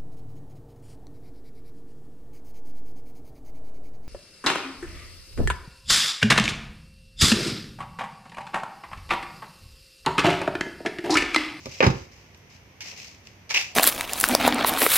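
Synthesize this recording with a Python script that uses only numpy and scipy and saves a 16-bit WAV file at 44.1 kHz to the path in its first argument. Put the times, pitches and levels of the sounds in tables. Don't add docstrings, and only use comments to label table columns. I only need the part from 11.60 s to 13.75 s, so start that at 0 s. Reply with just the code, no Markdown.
import sys
import numpy as np
from scipy import signal
from scipy.fft import rfft, irfft
from scipy.io import wavfile
from scipy.ndimage import uniform_filter1d

SR = 44100
rng = np.random.default_rng(int(sys.argv[2]) if len(sys.argv) > 2 else 0)


def wrap_up_sound(samples):
    columns = np.atleast_2d(samples).T
    tamed = np.clip(columns, -1, 1)
    steps = np.round(tamed * 32767).astype(np.int16)
    wavfile.write(sys.argv[1], SR, steps)


N = 94815
T = np.arange(N) / SR
FREQS = np.arange(N + 1) * SR / (2 * N)


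def amp(db):
    return 10 ** (np.asarray(db) / 20)


def walk(hz):
    step = max(int(SR / hz), 1)
    held = np.repeat(rng.standard_normal(N // step + 1), step)
    return 1.2 * uniform_filter1d(held, step)[:N]


def fade(start, t60):
    age = np.maximum(T - start, 0)
    return (T >= start) * np.exp(-np.log(1000) * age / max(t60, 1e-3))


def highpass(x, hz, order=2):
    return signal.sosfilt(signal.butter(order, hz, "high", fs=SR, output="sos"), x)


def colour(x, points, tilt_db=0):
    hz, db = np.array(points).T
    octave = np.log2(np.maximum(FREQS, 10))
    gain = amp(np.interp(octave, np.log2(hz), db) + tilt_db * octave)
    cepstrum = irfft(np.log(gain / np.sqrt(np.mean(gain ** 2))))
    cepstrum[1:N] *= 2
    cepstrum[N + 1:] = 0
    response = np.exp(rfft(cepstrum))
    return irfft(rfft(x, 2 * N) * response)[..., :N]


def place(x, lag_ms, pan_db=0):
    delay = np.exp(-2j * np.pi * FREQS * lag_ms / 1000)
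    left = irfft(rfft(x, 2 * N) * delay)[:N]
    return np.array([left * amp(pan_db / 2), x * amp(-pan_db / 2)])


DIFFUSE_HZ = 600


def noise(spread, lag_ms=0, pan_db=0):
    apart = np.clip(spread, 0, 1) * FREQS ** 2 / (FREQS ** 2 + DIFFUSE_HZ ** 2)
    shared = place(rng.standard_normal(N), lag_ms, pan_db)
    own = rng.standard_normal((2, N))
    spectrum = rfft(shared, 2 * N) * np.sqrt(1 - apart) + rfft(own, 2 * N) * np.sqrt(apart)
    return irfft(spectrum)[:, :N]


RING_RISE_CYCLES = 0.24


def ring(start, modes):
    age = np.maximum(T - start, 0)
    total = 0
    for hz, db, t60 in modes:
        swell = -np.expm1(-age * hz / RING_RISE_CYCLES)
        total = total + amp(db) * fade(start, t60) * swell * np.sin(2 * np.pi * hz * age)
    return total


def bursts(rows, points, source):
    return sum(colour(source * amp(db) * fade(start, t60), points, tilt)
               for start, db, t60, tilt in rows)


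def door():
    return latch_claw() + latch_clash() + door_body() + seals()


# start in seconds, level in dB.
STRIKES = [(0.2054, -11.5), (0.2132, -19.5), (0.2272, -20.5), (0.2402, -21.5)]
# frequency in Hz, level in dB, t60 in seconds.
LATCH_MODES = [(1823, -10, 0.26), (2004, -15, 0.12), (2224, -18, 0.11), (2370, -10.5, 0.029),
               (2397, -6, 0.058), (2483, -2.5, 0.057), (2657, -7, 0.034), (2800, -17, .035)]
DOOR_LAG_MS, DOOR_SPREAD = 0.412, 0.51


def latch_claw():
    claw = sum(amp(db) * ring(start, LATCH_MODES) for start, db in STRIKES)
    return place(highpass(claw, 1750), DOOR_LAG_MS)


# start in seconds, level in dB, t60 in seconds,
# tilt in dB per octave.
CLACKS = [(.2048, -17, 0.08, 0), (.2245, -12.5, 0.038, -4), (.2275, -13, .085, -1),
          (.2415, -20, 0.093, 2.5), (.2515, -24, 0.096, -2.5), (.2652, -18, 0.066, 4.5),
          (.3025, -31.5, 0.068, 6)]
# frequency in Hz, relative level in dB.
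CLACK_COLOUR = [(60, -44), (200, -18), (330, 0), (520, 1.5), (900, 0.5), (1350, -2.5), (1850, -3),
                (2600, -5), (3000, -14), (3450, -17), (3900, -13.5), (4350, -20.5), (5000, -14.5),
                (6500, -23.5), (9000, -45.5), (14000, -51)]


def latch_clash():
    return bursts(CLACKS, CLACK_COLOUR, noise(DOOR_SPREAD, DOOR_LAG_MS, pan_db=-0.5))


# start in seconds, level in dB, centre of the push in Hz,
# half-width in octaves to the 3 dB point.
BLOWS = [(0.0582, -29, 310, 0.33), (.068, -30, 533, 0.24), (.2055, -8, 515, 0.097),
         (0.2118, -13, 574, 0.12), (.2268, -19.5, 780, 0.32), (.2345, -11, 351, 0.33),
         (0.2651, -9, 226, 0.86)]
# frequency in Hz, level in dB, t60 in seconds.
DOOR_MODES = [(62, -5.5, 0.35), (106, -17, 0.059), (128.8, -7, 0.22), (183.6, -6, .17), (204.7, -5.5, 0.12),
              (240, -8, 0.14), (306, -13.5, .12), (388.2, -6.5, 0.12), (418, -11, 0.09), (467, -7, 0.056),
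              (520, -13, 0.16), (541, -4, 0.066), (593, -11, 0.074), (789, -8.5, 0.13), (862, -7.5, 0.13),
              (895, -3, 0.14)]
BODY_LAG_MS, DOOR_PAN_DB = 0.24, -3


def door_body():
    body = sum(boom(*row) for row in BOOMS)
    for start, level, centre, width in BLOWS:
        pushed = []
        for hz, db, t60 in DOOR_MODES:
            off_centre_db = 10 * np.log10(1 + (np.log2(hz / centre) / width) ** 4)
            pushed.append((hz, level + db - off_centre_db, t60))
        body = body - ring(start, pushed)
    return place(body, BODY_LAG_MS, DOOR_PAN_DB)


# start in seconds, level in dB,
# frequency in Hz, length in seconds.
BOOMS = [(.080, -37.5, 129, 0.02), (.2305, -19.5, 194.4, 0.029), (.2652, -8.5, 119.5, 0.017),
         (.2955, -22, 134.6, 0.023), (.351, -32, 124, .026), (0.402, -37.5, 91.5, 0.034)]


def boom(start, db, hz, length):
    swell = np.sin(np.pi * np.clip((T - start) / length, 0, 1))
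    return -amp(db) * swell * np.sin(2 * np.pi * hz * (T - start))


# start in seconds, level in dB, t60 in seconds,
# tilt in dB per octave.
THUDS = [(.0575, -33, 0.078, 2), (.215, -31, 0.26, -1), (.228, -23.5, 0.29, 3), (.2652, -24, 0.15, -1)]
# frequency in Hz, relative level in dB.
THUD_COLOUR = [(20, -15), (50, 6), (120, -1), (250, 4), (450, -5.5), (700, -15.5), (1200, -12),
               (3000, -67.5), (14000, -58)]


def seals():
    return bursts(THUDS, THUD_COLOUR, noise(DOOR_SPREAD, BODY_LAG_MS, DOOR_PAN_DB))


GRIT_DB, GRIT_HZ = 2, 339
RASP_LAG_MS, RASP_SPREAD = 0.091, 0.57
# start in seconds, level in dB, t60 in seconds,
# tilt in dB per octave.
SCRAPES = [(.057, -38.5, 0.097, 2), (.746, -47, 0.028, 1), (.7735, -55, 0.023, 16), (.79, -58, .02, 11),
           (.8995, -56, .03, 7), (.947, -55, .02, 2), (1.2062, -35, 0.22, 1), (1.2555, -43, 0.065, -8.5),
           (1.2755, -43.5, .1, -2), (1.322, -47.5, 0.31, -7.5), (1.6712, -36, .015, 2.5),
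           (1.893, -35, 0.42, 0.5), (1.9015, -34.5, 0.18, 2), (1.9068, -22.5, 0.076, -3),
           (1.9408, -27, 0.12, -1), (1.9455, -22.5, 0.1, -0.5), (1.9595, -23.5, 0.14, -1),
           (1.976, -30.5, 0.25, 0.5), (1.993, -30, 0.11, 1), (2.0105, -38, 0.065, 1),
           (2.023, -40, 0.075, 4.5)]
# frequency in Hz, relative level in dB.
SCRAPE_COLOUR = [(100, -44), (280, -30.5), (450, -19.5), (750, -14.5), (1500, -16), (2000, -5.5),
                 (2450, -1), (3000, -8.5), (3500, -11), (4400, -10.5), (5200, -6), (6200, -9.5),
                 (7500, -21.5), (9500, -32.5), (12000, -35.5), (13700, -26.5), (16000, -48)]


def scrapes():
    grit = noise(RASP_SPREAD, RASP_LAG_MS) * amp(GRIT_DB * walk(GRIT_HZ))
    return bursts(SCRAPES, SCRAPE_COLOUR, grit)


# start in seconds, level in dB.
JERKS = [(1.9098, -35.5), (1.9456, -12.5), (1.953, -15), (1.9599, -10.5), (1.97, -13), (1.975, -10),
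         (2.0117, -22), (2.024, -31)]
# frequency in Hz, level in dB, t60 in seconds.
RASP_MODES = [(2160, -8.5, .022), (2530, -7.5, 0.027), (2430, -9, .022), (2540, -6, 0.025),
              (2740, -6.5, 0.029), (3000, -26, .012)]


def rasp_jerks():
    pitch = 1 + 0.032 * rng.uniform(-1.9, 1.9, len(JERKS))
    jerks = 0
    for (start, level), ratio in zip(JERKS, pitch):
        modes = [(hz * ratio, db, t60) for hz, db, t60 in RASP_MODES]
        jerks = jerks + amp(level) * ring(start, modes)
    return place(highpass(jerks, 1800), RASP_LAG_MS)


# start in seconds, rise in seconds, hold in seconds,
# release t60 in seconds, level in dB.
SLIDES = [(0, 0.0033, 0.087, 0.28, -51.5), (0.091, 0.026, 0.17, 0.31, -45.5),
          (0.325, .04, 0.062, 0.28, -51.5), (0.509, 0.0091, 0.026, 1, -56.5),
          (0.892, .02, 0.055, 0.12, -55.5), (1.229, 0.032, 0.028, 0.46, -41),
          (1.362, 0.018, 0.094, 0.41, -46.5), (1.636, 0.027, 0.01, 0.33, -54.5),
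          (2.034, 0.025, 0.033, 0.56, -48)]
# frequency in Hz, relative level in dB.
SLIDE_COLOUR = [(100, -29.5), (450, -12.5), (1000, -16.5), (1600, -15), (2100, -1.5), (2650, 0),
                (3500, -9.5), (4400, -5), (5300, -1), (6300, -3.5), (7500, -14), (9500, -27),
                (12000, -26.5), (13600, -21.5), (16000, -37)]


def slides():
    effort = 0
    for start, rise, hold, t60, db in SLIDES:
        release = start + rise + hold
        swell = np.clip((T - start) / rise, 0, 1)
        effort = effort + amp(db) * swell * ((T < release) + fade(release, t60))
    grit = noise(spread=0.89, pan_db=7) * amp(GRIT_DB * walk(GRIT_HZ))
    return colour(grit * effort, SLIDE_COLOUR)


TONE_S, TONE_RISE_S, TONE_DB = 2.055, 0.085, -55
# frequency in Hz, relative level in dB.
TONE_COLOUR = [(400, -35), (680, -12), (755, -2), (830, -14), (1400, -44.5)]


def hollow_tone():
    swell = np.clip((T - TONE_S) / TONE_RISE_S, 0, 1)
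    return colour(noise(spread=0.87), TONE_COLOUR) * swell * amp(TONE_DB)


ROOM_T60_S, ROOM_DAMP_S_PER_KHZ = 0.4, 0.016
ROOM_DB, ROOM_ONSET_S = -12, 0.011


def room(x):
    spectrum = rfft(noise(1), 2 * N)
    tail = 0
    edges = [0, 700, 2000, 4000, 8000, 16000]
    for low, high in zip(edges, edges[1:]):
        t60 = ROOM_T60_S - ROOM_DAMP_S_PER_KHZ * low / 1000
        band = irfft(spectrum * ((FREQS >= low) & (FREQS < high)))[:, :N]
        tail = tail + band * fade(0, t60)
    tail = tail * np.clip(T / ROOM_ONSET_S, 0, 1) ** 2
    tail = tail / np.sqrt(np.sum(tail ** 2) / 2)
    return signal.fftconvolve(x, tail, axes=1)[:, :N] * amp(ROOM_DB)


# frequency in Hz, relative level in dB.
AMBIENCE = [(25, -24), (55, -6.5), (96, -4.5), (183, -9), (280, -13.5), (430, -15), (760, -18.5),
            (1000, -18), (1350, -22.5), (2170, -16.5), (2800, -20.5), (4000, -29.5), (6050, -24.5),
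            (7400, -39), (9500, -42), (12800, -42), (13500, -30.5), (14200, -42), (15500, -49)]
AMBIENCE_DB = -53


def distant_air():
    return colour(noise(spread=1.0, pan_db=-3), AMBIENCE) * amp(AMBIENCE_DB + 0.16 * walk(3.8))


HUM_HZ, HUM_DB = 97, -59


def hum():
    hz = HUM_HZ * (1 + 0.047 * walk(25.33))
    return np.sin(2 * np.pi * np.cumsum(hz) / SR) * amp(HUM_DB + 2 * walk(40))


def scene():
    near = door() + scrapes() + rasp_jerks() + slides()
    reflections = room(highpass(near, 237))
    return near + reflections + hollow_tone() + distant_air() + hum()


MIC_LOW_HZ, TOP_HZ = 41.7, 15400


def record(dry):
    held = np.clip(highpass(dry, MIC_LOW_HZ, order=4), -.9, .9)
    return signal.sosfilt(signal.ellip(8, .2, 80, TOP_HZ, fs=SR, output="sos"), held)


dry = scene()
out = record(dry)
wrap_up_sound(out)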